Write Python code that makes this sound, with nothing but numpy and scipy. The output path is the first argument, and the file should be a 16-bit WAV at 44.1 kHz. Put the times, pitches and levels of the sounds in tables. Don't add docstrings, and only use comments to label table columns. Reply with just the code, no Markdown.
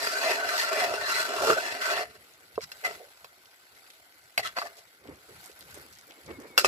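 import sys
import numpy as np
from scipy import signal
from scipy.fft import rfft, irfft, next_fast_len
from scipy.io import wavfile
from scipy.ndimage import uniform_filter1d, map_coordinates

SR = 44100
rng = np.random.default_rng(int(sys.argv[2]) if len(sys.argv) > 2 else 0)


def bounce(signal):
    frames = np.transpose(np.atleast_2d(signal))
    limited = np.clip(frames, -1, 1)
    pcm = np.round(limited * 32767).astype(np.int16)
    wavfile.write(sys.argv[1], SR, pcm)


def nominal_scale(level):
    x = np.asarray(level, float) / 20
    return 10 ** x


N = 294147
T = np.arange(N) / SR

# (start [s], level [dB], swell over the note [dB])
BIRD_NOTES = [
    (6.065, -65, 1),
    (6.268, -53, 10),
    (6.472, -54.5, 6),
]
# (frequency [Hz], level [dB per Hz])
RUMBLE_COLOUR = [(12, -53.5), (20, -27), (72, 2.5), (200, -2.5), (260, -13.5), (440, -120)]
# (start [s], hold [s], rumble level [dB])
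JOLTS = [(0, .01, -63), (.07, .01, -66), (.25, 0.21, -70), (.8, 0.018, -64), (.88, 0.13, -62.5),
         (1.08, 0.19, -71), (1.41, 0.0088, -50), (1.5, 0.024, -52), (1.73, 0.0085, -60),
         (1.85, 0.34, -69.5), (2.57, 0.056, -59), (2.72, 0.016, -78), (2.88, 0.089, -70), (3.25, .01, -69),
         (4.39, 0.076, -61), (4.64, .01, -71.5), (5.07, 0.074, -56), (5.33, 0.11, -64.5), (5.6, 0.07, -68),
         (5.7, 0.11, -61), (5.92, 0.078, -70), (6.27, 0.15, -55.5), (6.48, 0.15, -64), (6.65, 0.018, -56)]

# (time [s], fizz level [dB])
BOIL = [(2.15, -64.5), (2.62, -64), (2.86, -55.5), (3.04, -61.5), (3.37, -65.5), (3.91, -63), (4.26, -65.5),
        (4.64, -60.5), (4.83, -64.5), (5.0, -67), (5.2, -64.5), (5.46, -58), (5.574, -62.5), (5.77, -56.5),
        (5.91, -62), (6.11, -64), (6.2, -63.5), (6.55, -64)]
# (frequency [Hz], level [dB per Hz])
FIZZ_COLOUR = [(150, -54), (250, -33), (393, -10.5), (460, -22), (1100, -11), (1470, 4.5), (1670, 0),
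               (2050, -13.5), (2240, -14), (4490, -7.5), (8550, -29), (11300, -7.5), (16000, -16.5)]
# (frequency [Hz], width [Hz], level [dB])
FIZZ_RING = [(680, 194, 1.5), (1540, 16, -11), (2060, 210, 1), (7790, 620, 6), (11200, 580, -8.5),
             (14500, 4600, -15)]
# (time [s], peak [dB], centre [Hz])
POPS = [(2.2056, -53, 9000), (2.3233, -44, 2480), (2.3378, -39, 4470), (2.402, -44, 6000),
        (2.608, -29, 2200), (2.6162, -33, 4730), (3.562, -48, 11200), (5.04, -48, 4000), (5.158, -40, 5000),
        (5.19, -45, 4500), (5.2994, -50, 4000), (5.46, -29, 7500), (5.9529, -33, 3930), (6.1974, -50, 7000),
        (3.448, -43, 11200), (3.5084, -45, 4130), (3.7513, -42, 4300), (3.9032, -32, 3260),
        (4.1828, -40, 12000), (4.2143, -44, 4440), (4.24, -42, 5300), (4.7697, -41, 4260),
        (5.075, -37.5, 2960), (5.2331, -47, 11000), (5.4117, -35, 14500), (5.442, -30.5, 6860),
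        (5.516, -35.5, 4380), (5.5913, -30, 11900), (5.6086, -28.5, 3960), (5.685, -39, 2760),
        (5.7105, -34, 5300), (5.744, -26, 7160), (5.8143, -32, 11600), (5.9268, -31, 6300),
        (5.987, -32, 5200), (6.0702, -35, 14700), (6.1088, -29, 2630), (6.2612, -32, 4650),
        (6.3067, -31, 2900), (6.4018, -34.5, 6900)]
# (time [s], peak [dB], centre [Hz], time to fall 60 dB [s])
GULPS = [(2.997, -35.5, 536, 0.24), (5.037, -52, 596, 0.044), (5.053, -43, 536, 0.14),
         (5.085, -27, 334, 0.053), (5.121, -47, 355, 0.053), (5.494, -39.5, 437, 0.063),
         (5.682, -37.5, 439, 0.047), (5.764, -36.5, 431, 0.11), (6.106, -47, 710, 0.18),
         (5.292, -38, 336, 0.052), (5.056, -43, 230, .07), (5.087, -41, 190, 0.09),
         (5.755, -46, 220, 0.089), (5.562, -50, 686, .05), (5.847, -41.5, 323, 0.067),
         (6.277, -50, 417, 0.042), (6.299, -35, 288, 0.17), (6.384, -29, 267, .07),
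         (6.455, -36, 522, 0.044), (6.501, -37.5, 290, 0.062)]
# (frequency [Hz], level [dB per Hz])
SLOSH_COLOUR = [(88, -48), (150, -27.5), (295, -8), (552, -8), (667, -20), (1100, -17), (1620, -19.5),
                (2220, -18), (3000, -39), (3900, -67.5), (6600, -120)]
# (start [s], hold [s], slosh level [dB])
SURGES = [(2.2, 0.25, -67), (4.64, 0.024, -52), (5.08, 0.024, -37.5), (5.3, 0.012, -45), (5.43, 0.092, -58),
          (5.6, 0.045, -57), (5.76, 0.03, -46), (5.87, 0.023, -58), (6.1, 0.09, -53.5),
          (6.29, 0.049, -35.5), (6.39, 0.067, -42.5), (6.52, 0.044, -45.5)]

# (frequency [Hz], width [Hz], level [dB])
WOK = [(284, 110, -8.5), (407.5, 17, -3), (437.6, 14, 2), (567, 49, -10), (636, 26, -0.5), (695, 50.6, 1.5),
       (930, 87, -3.5), (1111, 82, -4), (1348, 102, -6.5), (1360, 63, -6.5), (1460, 58, -27.5),
       (1515, 52, -1.5), (1514.6, 30, -24.5), (1751, 54, -5), (1824, 58, -5.5), (1970, 83, -1),
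       (2310, 77, -11.5), (2563, 64, -4.5), (2730, 41, -1.5), (3360, 910, -18.5), (4046, 120, -1),
       (4440, 15, 0.5), (4635, 12, 4), (5070, 144, -7), (5590, 52, -8.5), (6300, 43, -11), (6990, 36, -2.5),
       (7330, 160, -31)]
# (frequency [Hz], width [Hz], level [dB])
LADLE = [(1205, 52.8, -6.5), (2030, 12, -11.5), (2400, 50, -5), (2870, 41, -9), (3356, 79, -5),
         (4160, 26, -1), (4735, 38, -3.5), (5200, 41.3, -5), (6180, 57, -14), (6860, 48, -13),
         (7600, 79, -8), (10300, 140, -26), (11240, 170, -11.5), (12600, 110, -22.5)]
# (from [s], boom mode [Hz], body mode [Hz], clang mode [Hz], tick mode [Hz])
CONTACTS = [(0, 666, 1360, 1824, 4735), (.12, 675, 1486, 2400, 4600), (.2, 668, 2080, 2550, 4340),
            (.37, 682, 1515, 2640, 3860), (.5, 698, 1327, 1205, 3940), (.58, 670, 1407, 1824, 4440),
            (.69, 636, 2140, 2320, 4735), (.79, 689, 1870, 2580, 5260), (.87, 664, 1387, 2640, 4340),
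            (.97, 634, 1515, 1460, 3800), (1.03, 640, 1751, 2720, 4046), (1.081, 645, 1824, 2740, 4735),
            (1.13, 679, 1970, 1430, 4030), (1.18, 636, 1380, 1557, 4130), (1.27, 645, 1420, 2870, 5200),
            (1.36, 606, 1125, 1310, 2730), (1.47, 427, 1382, 1204, 2730), (1.55, 582, 1515, 2630, 4300),
            (1.62, 683, 1717, 2650, 3860), (1.801, 652, 1590, 1404, 1620), (1.9, 673, 1897, 2774, 4440),
            (2.5, 630, 2730, 4046, 5200), (2.57, 636, 444, 567, 1127), (2.6, 430, 2030, 5200, 5590),
            (2.7, 1510, 2030, 4160, 5200), (2.8, 725, 2030, 1377, 2635), (3.2, 567, 1136, 2030, 4160),
            (4.299, 636, 2030, 2505, 4330), (4.39, 691, 2030, 2730, 4440), (4.42, 654, 1310, 1996, 3360),
            (4.55, 750, 1300, 1111, 4520), (4.6, 760, 1205, 1751, 2030), (6.5, 567, 1360, 2782, 5200),
            (6.64, 573, 1205, 2550, 5070)]
# (middle [s], peak [dB], frequency [Hz], half length [s])
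SINGS = [(.257, -30, 4390, .01), (0.265, -25.5, 650, 0.016), (0.296, -27.5, 705, 0.012),
         (.33, -29, 1920, .012), (.38, -28.5, 680, 0.013), (.435, -25, 1514, 0.0094),
         (0.644, -26, 1406, 0.0096), (0.822, -25, 1940, 0.0089), (1.197, -27, 1460, 0.016),
         (1.439, -24, 617, 0.0094), (1.505, -19.5, 446, 0.029), (1.528, -18, 1383, 0.008),
         (1.585, -20.5, 1485, 0.0049), (2.857, -22.5, 2050, 0.012), (2.872, -35, 690, 0.0075),
         (4.459, -31, 1316, 0.0077)]
# (time
# [s], peak [dB], frequency [Hz], time to fall 60 dB [s])
RINGS = [
    (1.5017, -11, 1300, .022),
    (2.608, -39, 2220, .03),
    (2.6157, -44, 4850, .03),
    (4.3784, -14.5, 2170, 0.03),
    (4.586, -23, 990, .022),
    (5.055, -40, 525, 0.024),
    (5.125, -45, 257, 0.039),
    (6.577, -33, 5120, 0.23),
    (6.578, -21.5, 8060, .12),
    (6.578, -28, 12600, 0.077),
]
# (time [s], peak [dB], boom [Hz], boom against body [dB], clang against body [dB])
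KNOCKS = [(0.07, -16, 470, 4, 1.5), (1.409, -23, 617, -9, -33), (0.1954, -31, 684, 0, -5),
          (0.2152, -23, 690, 3, 3), (0.5772, -21.5, 686, -14, 5), (0.5979, -19, 660, -12, 7),
          (1.4383, -21, 635, 9, -26), (1.501, -10, 440, 3, -23), (1.8147, -39, 665, -8, -7),
          (2.555, -41, 640, -8, 10), (2.577, -20, 530, 8.5, -36), (2.716, -30.5, 890, -31, 10),
          (2.8375, -33, 706, 6, -2), (2.847, -24.5, 700, 2.5, -0.5), (2.909, -34, 700, -2, -8),
          (3.244, -33.5, 533, 5, 4), (4.3764, -10, 680, 0.5, 4.5), (4.393, -22.5, 624, 14.5, 4),
          (4.464, -31, 640, -17, 2), (4.566, -27, 680, 4, -2), (4.575, -22, 780, 5, -6.5),
          (4.5848, -17, 720, 3, 1), (4.616, -25, 700, -2, -15), (4.622, -27.5, 760, 3, -11),
          (4.628, -34, 744, 0, -19), (4.658, -33.5, 692, 18, -23), (4.717, -52, 630, 13, -15),
          (6.577, -3.5, 543, -4.5, 2), (6.5829, -11, 586, -0.5, 3), (6.645, -8.5, 574, -8.5, -8),
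          (6.668, -13.5, 850, 2, -20)]
# (frequency [Hz], level [dB per Hz])
RASP_COLOUR = [(88, -43), (150, -23), (354, -55.5), (431, -17), (689, -13), (805, -12.5), (1360, -7),
               (3100, -18.5), (4080, -10), (14800, -24), (16000, -33)]
# (start [s], hold [s], scrape level [dB], edge hiss against scrape [dB], favoured ring [Hz])
STIRS = [(0, 0.12, -34.5, 0, 1630), (0.147, 0.12, -33, -6.5, 1460), (0.246, 0.091, -30.5, -3.5, 1920),
         (0.366, 0.081, -35, -10, 1513), (0.497, 0.045, -30.5, -5, 1460), (0.591, 0.042, -31.5, 0, 1820),
         (0.693, 0.12, -33, -7.5, 1400), (0.761, 0.079, -30.5, -5, 1980), (0.873, 0.11, -38, -3, 1364),
         (1.02, 0.041, -33.5, -7, 1720), (1.106, 0.11, -29.5, -2.5, 1500), (1.29, 0.084, -35.5, -5, 1450),
         (1.437, 0.032, -33.5, 0, 1310), (1.489, 0.02, -26, -6, 1413), (1.591, 0.015, -35.5, -4.5, 1497),
         (1.644, 0.085, -35.5, -4.5, 1715), (1.841, 0.07, -30, -6, 1490), (1.915, 0.093, -32.5, -6.5, 1803)]
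# (start [s], hold [s], scrape level [dB], edge hiss against scrape [dB], favoured ring [Hz])
SCUFFS = [(2.07, 0.095, -58.5, -3, 1620), (2.617, 0.018, -47, 4, 5300), (2.852, 0.013, -30, -6, 2060),
          (2.89, 0.067, -49.5, -2, 1700), (4.399, 0.005, -36, -4, 1930), (4.432, 0.02, -40, -3, 1990),
          (4.46, 0.012, -33, -4.5, 1460), (4.57, 0.013, -32, -10, 2130), (4.593, 0.035, -49, 6, 1440),
          (4.655, 0.019, -46, -4.5, 1790), (4.77, 0.026, -65, 11, 1860), (6.586, 0.01, -31, 4.5, 1490),
          (6.615, 0.035, -46, 6, 1540), (6.649, 0.0035, -27.5, 3.5, 1780)]
# (start [s], hold [s], boom level [dB], lowest boom against boom [dB])
PRESSES = [(0, 0.046, -43, -5.5), (0.097, 0.16, -44, -5.5), (0.238, 0.11, -33, -18),
           (0.35, 0.21, -41.5, -8.5), (0.592, 0.081, -44.5, -8), (0.714, 0.23, -33, -14),
           (.97, 0.077, -41.5, -11.5), (1.086, 0.25, -49.5, 0), (1.298, 0.079, -38, -8),
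           (1.409, 0.093, -31, -12), (1.49, 0.02, -32, 1.5), (1.571, 0.019, -32.5, -17),
           (1.616, 0.2, -49.5, -0.5), (1.879, 0.14, -35, -15.5), (2.066, 0.11, -66, 2.5),
           (2.833, .01, -49, -18), (2.855, 0.022, -39.5, -18), (2.908, 0.049, -57, 1),
           (4.404, 0.061, -57, -6), (4.569, 0.015, -45, -33), (4.617, 0.042, -45, -24),
           (4.687, .03, -64, -15), (4.771, 0.013, -56, -17), (6.592, 0.044, -60.5, 13.5),
           (6.648, 0.011, -37, 5.5)]

# (frequency [Hz], likeness [0 to 1])
ALIKE = [(100, 1), (500, 0.96), (1400, 0.66), (3000, 0.15), (6000, 0.05), (15000, 0.052)]
# (frequency [Hz], left minus right [dB])
LEAN = [(60, -1), (110, -3.5), (200, 4.5), (380, -5), (700, -1), (1290, 1.5), (2380, 3), (4400, -1.5),
        (8120, -1.5), (15000, 4)]
# (frequency [Hz], delay [ms])
LAG = [(300, 0.37), (700, 0.11), (1550, 0.22), (2800, 0.37), (15000, 0.304)]
# (frequency [Hz], level [dB])
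BAND_TOP = [(15300, 0), (15700, -29.5), (16100, -32.5), (16500, -55)]


def unit(x):
    return x / np.sqrt(np.mean(x ** 2) + 1e-20)


def along(points, hz):
    f, v = np.transpose(points)
    return np.interp(np.log(hz + 1), np.log(f + 1), v)


def wobble(rate, size=1):
    knots = rng.standard_normal(int(N * rate / SR) + 4)
    return map_coordinates(knots, [T[::size] * rate], order=1)


def filtered(x, response):
    m = next_fast_len(N + 8192)
    return irfft(rfft(x, m) * response(np.fft.rfftfreq(m, 1 / SR)), m)[..., :N]


def ringing(modes, f):
    return sum((-1) ** k * nominal_scale(db) * 1j * f * w / (c * c - f * f + 1j * f * w)
               for k, (c, w, db) in enumerate(modes))


def step(f, hz):
    return 1 / np.sqrt(1 + (hz / (f + 1)) ** 8)


def swells(rows, slopes):
    s, hold, db = np.transpose(rows)[:3, :, None]
    t = T[::32]
    rise, fall = slopes
    return db - rise * np.maximum(s - t, 0) - fall * np.maximum(t - s - hold, 0)


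def summed(db):
    return np.interp(T, T[::32], np.sqrt(np.sum(nominal_scale(db) ** 2, axis=0)))


def steady(x):
    power = np.abs(uniform_filter1d(np.mean(x ** 2, axis=0), size=SR // 12))
    return x / np.sqrt(power + 1e-12)


def patchy(x, depth_db):
    z = signal.stft(x, nperseg=256)[2]
    field = rng.standard_normal(z.shape[1:])
    field = uniform_filter1d(uniform_filter1d(field, size=2, axis=0), size=9, axis=1)
    return signal.istft(z * nominal_scale(depth_db * np.tanh(unit(field))), nperseg=256)[1][:, :N]


def ports(pair, alike):
    turn = lambda f: np.arccos(np.clip(along(alike, f), 0, 1)) / 2
    mid, side = filtered(pair, lambda f: np.array([np.cos(turn(f)), np.sin(turn(f))]))
    return np.array([mid + side, mid - side])


def placed(x):
    sign = np.array([[1], [-1]])
    shade = lambda f: nominal_scale(sign * along(LEAN, f) / 2)
    delay = lambda f: np.exp(-1j * np.pi * f * along(LAG, f) * sign / 1e3)
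    return filtered(x, lambda f: shade(f) * delay(f))


def clearness(hz, times):
    from_s, *clear_hz = np.transpose(CONTACTS)
    octaves = 0.045
    match = np.exp(-(np.log2(hz / np.array(clear_hz)) / octaves) ** 2).max(axis=0)
    return match[np.searchsorted(from_s, times, side='right') - 1]


def bird():
    note_s, top_hz, end_hz, slide_s = 0.105, 2420, 2140, 0.042
    out = np.zeros(N)
    for s, db, swell_db in BIRD_NOTES:
        t = np.clip(T - s, 0, note_s)
        hz = end_hz + (top_hz - end_hz) * np.exp(-t / slide_s)
        fade = np.clip(np.minimum(T - s, s + note_s - T) / 0.0078 + 1, 0, 1)
        level_db = db + swell_db * (t / note_s - 1) + 1.3 * wobble(68)
        out += fade * nominal_scale(level_db) * np.sin(2 * np.pi * np.cumsum(hz) / SR)
    return out


def rumble():
    floor_db = -78.5
    noise = ports(rng.standard_normal((2, N)), [(45, 0.15), (80, 0.86)])
    lumps = noise * nominal_scale(6.5 * np.tanh(wobble(30)))
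    low = filtered(lumps, lambda f: nominal_scale(along(RUMBLE_COLOUR, f)))
    return (nominal_scale(floor_db) + summed(swells(JOLTS, slopes=(420, 280)))) * unit(low)


def bursts(times, dbs, centres_hz, t60s, octaves, rise, unlike):
    size = 4096
    t, f = np.arange(size) / SR, np.fft.rfftfreq(size, 1 / SR)
    noise = rng.standard_normal((len(times), 3, size))
    shape = np.exp(-.5 * (np.log2((f + 1) / centres_hz[:, None, None]) / octaves) ** 2)
    puff = irfft(rfft(noise[:, :1] + unlike * noise[:, 1:]) * shape, size)
    fading = nominal_scale(dbs[:, None, None] - 60 * t / t60s[:, None, None])
    puff = puff / puff.std(axis=2, keepdims=True) * fading
    out = np.zeros((2, N + size))
    for s, p in zip(times, puff * (1 - np.exp(-t / rise))):
        out[:, round(s * SR):][:, :size] += p
    return out[:, :N]


def fizz():
    hiss = ports(rng.standard_normal((2, N)) * nominal_scale(1.97 * wobble(400)), ALIKE)
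    hiss = patchy(hiss, depth_db=4.5)
    ring = lambda f: 1 + nominal_scale(23.5) * np.abs(ringing(FIZZ_RING, f))
    return unit(filtered(hiss, lambda f: nominal_scale(along(FIZZ_COLOUR, f)) * ring(f)))


def small_pops(fizz_db):
    small = rng.random((200, 4))
    times = small[:, 0] * T[-1]
    dbs = np.interp(times, T, fizz_db) - 4.5 - 3.2 * np.log(small[:, 1])
    return bursts(times, dbs, 2500 * 1.85 ** small[:, 2], 0.018 + 0.013 * small[:, 3],
                  octaves=0.53, rise=0.00041, unlike=1.0)


def big_pops():
    s, db, hz = np.transpose(POPS)
    pops = bursts(s, db - 22.0, hz, 0.097 + 0 * s, octaves=0.34, rise=0.0011, unlike=1.0)
    late = rng.exponential(0.0077, (len(s), 3)) * [0, 1, 2]
    for after, drop_db in zip(late.T, (1.5, -4, -7)):
        pops += bursts(s + after, db + drop_db, hz, 0.0017 + 0 * s, octaves=0.84, rise=.0001, unlike=1.0)
    return pops


def gulps():
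    s, db, hz, t60 = np.transpose(GULPS)
    return bursts(s, db - 7.5, hz, t60, octaves=0.38, rise=0.0029, unlike=0.14)


def slosh():
    floor_db = -62.5
    surge = nominal_scale(floor_db) + summed(swells(SURGES, slopes=(380, 215)))
    noise = ports(rng.standard_normal((2, N)), ALIKE)
    sound = filtered(noise, lambda f: nominal_scale(along(SLOSH_COLOUR, f)))
    return surge * nominal_scale(5.1 * np.tanh(wobble(45)) - 10.5) * unit(sound)


def syrup():
    fizz_db = np.interp(T, *np.transpose(BOIL))
    return nominal_scale(fizz_db + 7.0) * fizz() + small_pops(fizz_db) + big_pops() + gulps() + slosh()


def lone_modes():
    out = np.zeros(N + SR)
    t = np.arange(-4096, 8192) / SR
    shapes = [np.exp(-(t / row[3]) ** 2) for row in SINGS]
    shapes += [(t > 0) * nominal_scale(-60 * np.abs(t) / row[3]) for row in RINGS]
    for (s, db, hz, _), shape in zip(SINGS + RINGS, shapes):
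        out[round((s + t[0]) * SR):][:len(t)] += nominal_scale(db) * shape * np.sin(2 * np.pi * hz * t)
    return filtered(out[:N], lambda f: step(f, 170))


def knocks():
    size = 8192
    blow_s = 0.00003
    struck_db = 10
    t, f = np.arange(size) / SR, np.fft.rfftfreq(size, 1 / SR)
    out = np.zeros((2, N + size))
    for s, db, boom_hz, boom_db, clang_db in KNOCKS:
        noise = rng.standard_normal((3, size))
        t60 = 0.058 + 0.00072 * (db + 38.0)
        blow = 2.3 * np.exp(-.5 * ((t - .0012) / blow_s) ** 2)
        rattle_gain = 0.27 * nominal_scale(0.16 * clang_db - 60 * t / t60) * (1 - np.exp(-t / 0.00024))
        force = blow + (noise[:1] + .5 * noise[1:]) * rattle_gain
        colour = [(0.2 * boom_hz, boom_db - 45.5), (0.53 * boom_hz, boom_db - 16.5),
                  (boom_hz, boom_db + 5.0), (1.39 * boom_hz, boom_db - 10.0),
                  (1300, 4), (2320, clang_db), (4360, clang_db + 0.5)]
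        modes = []
        for hz, w, level in sorted(WOK + LADLE):
            mode_db = along(colour, hz) + 0.86 * level + struck_db * clearness(hz, s) + rng.normal(0, 2.43)
            modes.append((hz, 1.87 * w + 45, mode_db))
        crack_db = along(colour, f) - 13.5 + along([(5000, -13.0), (15000, 1.5)], f)
        crack = nominal_scale(crack_db) * 1j * f / (600 + 1j * f)
        soft_hz = 30200 * nominal_scale(0.77 * clang_db)
        hit = irfft(rfft(force) * (ringing(modes, f) + crack) / (1 + 1j * f / soft_hz) ** 3, size)
        out[:, round(s * SR):][:, :size] += nominal_scale(db + 2.5) * hit / np.abs(hit).max()
    return out[:, :N]


def scraped_metal(force, edge_db, ring_hz):
    clear_db = 11
    favoured_hz = uniform_filter1d(ring_hz[edge_db.argmax(axis=0)], size=70)
    rung = 0
    for hz, w, db in WOK + LADLE:
        clear = uniform_filter1d(clearness(hz, T[::32]), size=30)
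        near_db = 9 * np.exp(-(np.log2(hz / favoured_hz) / 0.13) ** 2) + clear_db * clear
        swell = np.interp(T, T[::32], nominal_scale(5.35 * np.tanh(wobble(16, size=32)) + near_db))
        rung = rung + swell * nominal_scale(db) * signal.lfilter(*signal.iirpeak(hz, hz / w, SR), force)
    rasp = filtered(patchy(force, depth_db=9.5), lambda f: nominal_scale(along(RASP_COLOUR, f)) * step(f, 1580))
    return unit(rung) + nominal_scale(-9) * unit(rasp)


def scrape():
    slips = rng.standard_normal((2, N)) * nominal_scale(2.2 * wobble(900) + 1.8 * wobble(120) + 2 * wobble(45))
    force = ports(slips, ALIKE)
    lift_s, lift_slope = 2.03, 360
    stir_db = swells(STIRS, slopes=(165, 170)) - lift_slope * np.maximum(T[::32] - lift_s, 0)
    edge_db = np.vstack([stir_db, swells(SCUFFS, slopes=(1940, 600))])
    stirring = sum(row[0] < 2.5 for row in PRESSES)
    boom_db = np.vstack([swells(PRESSES[:stirring], slopes=(660, 410)),
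                         swells(PRESSES[stirring:], slopes=(1700, 300))])
    hiss_db, ring_hz = np.transpose(STIRS + SCUFFS)[3:]
    sound = scraped_metal(force, edge_db, ring_hz)
    lowest_db = boom_db + np.array(PRESSES)[:, 3:]
    gains = [summed(db) for db in (lowest_db, boom_db, edge_db, edge_db + hiss_db[:, None])]
    low, mid, high = 530, 900, 3200
    bands = (lambda f: step(f, 324) - step(f, low),
             lambda f: step(f, low) - step(f, mid),
             lambda f: step(f, mid) - step(f, high),
             lambda f: step(f, high))
    return sum(g * steady(filtered(sound, band)) for g, band in zip(gains, bands))


def scene():
    wok = placed(scrape() + knocks() + syrup() + lone_modes())
    return wok + bird() * nominal_scale(np.array([[2.5], [-2.5]])) + rumble()


def top_cut(x):
    return signal.sosfilt(signal.butter(12, 16470, fs=SR, output="sos"), x)


def record(dry):
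    finished = filtered(dry, lambda f: nominal_scale(along(BAND_TOP, f)))
    return top_cut(finished)


dry = scene()
out = record(dry)
bounce(out)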